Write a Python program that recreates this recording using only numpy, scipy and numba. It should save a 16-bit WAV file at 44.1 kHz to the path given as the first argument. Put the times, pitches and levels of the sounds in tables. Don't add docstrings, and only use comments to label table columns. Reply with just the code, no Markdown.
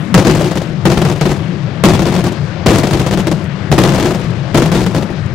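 import sys
import numpy as np
from scipy import signal
from scipy.fft import rfft, irfft
from scipy.io import wavfile
from scipy.ndimage import uniform_filter1d
from numba import njit

SR = 44100
rng = np.random.default_rng(int(sys.argv[2]) if len(sys.argv) > 2 else 0)


def log_audio(samples):
    frames = np.atleast_2d(samples).T
    limited = np.clip(frames, -1, 1)
    pcm = np.round(limited * 32767).astype(np.int16)
    wavfile.write(sys.argv[1], SR, pcm)


N = 235663


def undb(db):
    return 10 ** (np.asarray(db) / 20)


def along(table, hz):
    table_hz, values = np.transpose(table)
    return np.interp(np.log(np.maximum(hz, 1)), np.log(table_hz), values)


def bins_hz():
    return np.fft.rfftfreq(N, 1 / SR)


def lowpass(x, order, hz):
    return signal.sosfilt(signal.butter(order, hz, fs=SR, output="sos"), x)


def colour(x, table):
    size = 8192
    log_gain = np.log(undb(along(table, np.fft.rfftfreq(size, 1 / SR))))
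    cepstrum = irfft(log_gain)
    cepstrum[1:size // 2] *= 2
    cepstrum[size // 2 + 1:] = 0
    taps = irfft(np.exp(rfft(cepstrum)))[:size // 2]
    taps = taps / np.sqrt(np.sum(taps ** 2))
    return signal.fftconvolve(x, taps[None], axes=-1)[:, :N]


def fade(x, seconds):
    return signal.lfilter([1], [1, -np.exp(-1 / (seconds * SR))], x)


def fade_t60(energy, t60):
    return fade(energy, t60 / (2 * np.log(1000)))


def walk(count):
    hold = int(SR / count)
    steps = np.repeat(rng.standard_normal(N // hold + 1), hold)
    return 1.3 * uniform_filter1d(uniform_filter1d(steps, hold), hold)[:N]


# frequency in Hz, left-right correlation from 0 to 1.
PORT_LIKENESS = [(60, 1), (130, 0.99), (640, 0.98), (1400, 0.54), (3100, 0.7), (7000, 0.49)]


def diffuse():
    like = np.clip(along(PORT_LIKENESS, bins_hz()), 0, 1)
    mid, side = rfft(rng.standard_normal((2, N)))
    opposite = np.array([[1], [-1]])
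    return np.sqrt((1 + like) / 2) * mid + np.sqrt((1 - like) / 2) * side * opposite


# start in seconds, relative strength in dB.
PLACED_BANGS = [(0.1424, 1), (0.176, -5.5), (0.1894, -12), (0.2492, -12), (0.2688, -0.5), (0.2968, -1),
                (0.351, -13), (0.411, -14), (0.4708, -15), (0.5104, -16.5), (0.5546, -15), (0.5727, -13),
                (0.617, -24.5), (0.8541, 3), (0.9007, -12), (0.916, -7.5), (0.9724, -4.5), (1.0167, -8.5),
                (1.0502, -2), (1.1008, -22), (1.2112, -1), (1.254, -1), (1.364, -31), (1.8376, 9.5),
                (1.8603, -14), (1.9361, -2), (1.993, -9), (2.0654, -11), (2.2407, -11), (2.2633, -8.5),
                (2.3195, -26), (2.6613, 5), (2.6991, -15.5), (2.7333, -19.5), (2.7846, -5), (2.8334, -4.5),
                (2.87, -11.5), (2.91, -12.5), (2.9303, 3), (2.972, -19), (2.9949, 0), (3.0644, -7),
                (3.1096, -13.5), (3.1271, -5), (3.1746, -7.5), (3.1951, -11), (3.27, -7), (3.315, -9),
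                (3.716, 0), (3.78, 9), (3.8356, -2.5), (3.8867, -4), (4.0258, -8.5), (4.1076, -9.5),
                (4.1469, -14.5), (4.5455, 3), (4.5738, 0.5), (4.6199, -3), (4.6583, -8), (4.7178, 0),
                (4.7487, -2.5), (4.8642, -7.5), (4.9102, -30), (4.947, -9), (4.9652, -9)]
# start in seconds, end in seconds, mean relative strength in dB.
RATTLE_STRETCHES = [(0.31, 0.46, -16.5), (1.066, 1.135, -13), (1.15, 1.185, -28), (1.266, 1.33, -16.5),
                    (1.87, 1.925, -4), (2.01, 2.2, -15.5), (2.678, 2.76, -9), (3.79, 4.01, -14),
                    (4.035, 4.095, -10), (4.165, 4.215, -29.5), (4.755, 4.84, -16), (4.975, 5.035, -25)]
RATTLE_GAP_S, GAP_SPREAD, RATTLE_SCATTER_DB = .015, .3, 3.5
BRIGHT_DB, BRIGHT_PER_DB = -2, -0.2551


def salutes():
    chance = rng.standard_normal((len(RATTLE_STRETCHES), 30, 2))
    start, end, mean_db = np.transpose(RATTLE_STRETCHES)[:, :, None]
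    gap = RATTLE_GAP_S * np.exp(GAP_SPREAD * chance[..., 0])
    s = start + np.cumsum(gap, axis=1) - gap[:, :1] / 2
    strength_db = mean_db + RATTLE_SCATTER_DB * chance[..., 1]
    inside = s < end
    rattle = np.transpose([s[inside], strength_db[inside]])
    rows = np.vstack([PLACED_BANGS, rattle])
    return np.column_stack([rows, BRIGHT_DB + BRIGHT_PER_DB * rows[:, 1]])


# frequency in Hz, relative level in dB.
ROLL_COLOUR = [(20, -25), (64, -29.5), (86, -9.5), (115, -8), (140, -2), (185, -4), (260, -19),
               (320, -15.5), (450, -26.5), (530, -23), (850, -30), (1720, -32), (4870, -42.5),
               (15000, -64.5)]
# frequency in Hz, time to fall 60 dB in seconds.
ROLL_DECAY = [(40, 20), (150, 2.53), (500, 5.2), (2000, 5.8), (6000, 3.9), (12000, 0.57)]
ROLL_DB, EARLIER_DB = -9, -3


def roll(bangs, build_s=0.035, swell_db=-0.1, bass_lump_db=3.5, lump_db=1.6):
    energy = np.zeros(N)
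    s, db = bangs.T[:2]
    energy[(s * SR).astype(int)] = undb(2 * db)
    energy = fade(energy, build_s) / (build_s * SR)
    energy[0] += undb(2 * EARLIER_DB)
    octave = np.log2(np.maximum(bins_hz(), 1))
    spectrum = rfft(colour(irfft(diffuse(), N), ROLL_COLOUR))
    out, swell = 0, walk(count=18)
    for centre in np.arange(4, 15, .75):
        centre_hz = 2 ** centre
        share = np.clip(1 - abs(octave - centre) / .75, 0, 1)
        band = irfft(spectrum * share, N)
        power = fade_t60(energy, along(ROLL_DECAY, centre_hz))
        depth_db = bass_lump_db if centre_hz < 400 else lump_db
        lumps = undb(swell_db * swell + depth_db * walk(count=20))
        out = out + np.sqrt(power) * lumps * band
    return undb(ROLL_DB) * out


BLAST_DB = 14


def blasts(bangs, length_s=.003, ground_s=.008, ground_db=-1, air_hz=6900.0,
           boom_hz=155.1, boom_t60=0.087, boom_db=2.5):
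    hits = np.zeros(N)
    s, db = bangs.T[:2]
    hits[(s * SR).astype(int)] = undb(db + BLAST_DB)
    crack = np.linspace(1, -1, int(length_s * SR))
    wave = np.zeros(SR // 10)
    wave[:len(crack)] += crack
    wave[int(ground_s * SR):][:len(crack)] += undb(ground_db) * crack
    t = np.arange(len(wave)) / SR
    boom_decay = np.exp(-np.log(1000) * t / boom_t60)
    wave += undb(boom_db) * np.sin(2 * np.pi * boom_hz * t) * boom_decay
    return lowpass(signal.fftconvolve(hits, wave)[:N], 1, air_hz)


# frequency in Hz, relative level in dB.
NEAR_COLOUR = [(15, -64), (25, -2.5), (66, -3), (93, -6), (191, 3.5), (250, -12.5), (344, 1), (450, -15),
               (501, -9), (1310, -24.5), (3350, -29), (6370, -33), (15000, -49.5)]
# start in seconds, relative strength in dB,
# brightness in dB (treble against bass).
LATE_SLAPS = [(0.688, -21.5, -14), (3.442, -22, -10), (4.240, -18, -7), (5.102, -19, -11)]
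NEAR_DB = 19


def near_echoes(bangs, split_hz=490.0, bass_t60=0.1, treble_t60=0.093, field_t60=0.5, field_db=-19,
                bass_rise_s=0.0012, slap_db=2.0):
    s, db, bright_db = np.vstack([bangs, LATE_SLAPS]).T
    at = (s * SR).astype(int)
    bass, treble = np.zeros((2, N))
    bass[at] = undb(2 * db)
    treble[at] = undb(2 * (db + bright_db))
    bass = fade_t60(fade(bass, bass_rise_s) / (bass_rise_s * SR), bass_t60)
    field = undb(2 * field_db) * fade_t60(treble, field_t60)
    treble = fade_t60(treble, treble_t60) + field
    noise = colour(irfft(diffuse(), N), NEAR_COLOUR)
    low = lowpass(noise, 2, split_hz)
    high = noise - low
    slaps = undb(slap_db * walk(count=200))
    return undb(NEAR_DB) * (low * np.sqrt(bass) + high * slaps * np.sqrt(treble))


def shade(x, table):
    right = irfft(rfft(x[1]) * undb(along(table, bins_hz())), N)
    return np.array([x[0], right])


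# frequency in Hz, level against the left in dB.
OVERHEAD_SHADE = [(60, -9), (300, -6.5), (2000, -7), (12000, -13.5)]
# frequency in Hz, level against the left in dB.
FAR_SHADE = [(60, -11.5), (200, -13), (700, -16), (1300, -17.5), (4400, -20.5), (15000, -14)]


def scene():
    bangs = salutes()
    overhead = blasts(bangs) + near_echoes(bangs)
    return shade(overhead, OVERHEAD_SHADE) + shade(roll(bangs), FAR_SHADE)


@njit
def follow(x, start, attack, release):
    out, e = np.empty(len(x)), start
    for i in range(len(x)):
        e += (x[i] - e) * (attack if x[i] > e else release)
        out[i] = e
    return out


# the left port's ceiling, then the right's, both in dB against an amplitude of 1.
PORT_CEILING = [2, -2]
TOP_HZ = 15700


def record(dry, knee=2.53, grain_db=-14, grain_hz=3740.0, bass_cut_hz=60.0):
    ceiling = undb(PORT_CEILING)[:, None]
    ports = dry / (1 + abs(dry / ceiling) ** knee) ** (1 / knee)
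    grain = lowpass(rng.standard_normal((2, N)), 2, grain_hz)
    grain = undb(grain_db) * grain / grain.std()
    ports = ports * (1 + grain * (ports / ceiling) ** 8)
    ports = signal.sosfilt(signal.butter(1, bass_cut_hz, "high", fs=SR, output="sos"), ports)

    attack_s, release_s, lag_s = .1, .35, .07
    threshold_db, slope = -12, .9
    level = follow(abs(ports).mean(0), .29, 1 / (attack_s * SR), 1 / (release_s * SR))
    level = follow(level, level[0], 1 / (lag_s * SR), 1 / (lag_s * SR))
    gain = np.minimum(undb(threshold_db) / level, 1) ** slope
    clipped = np.clip(gain * ports, -1, 1)
    top_cut = signal.ellip(8, .2, 70, TOP_HZ, fs=SR, output="sos")
    return np.clip(signal.sosfilt(top_cut, clipped), -1, 1)


dry = scene()
out = record(dry)
log_audio(out)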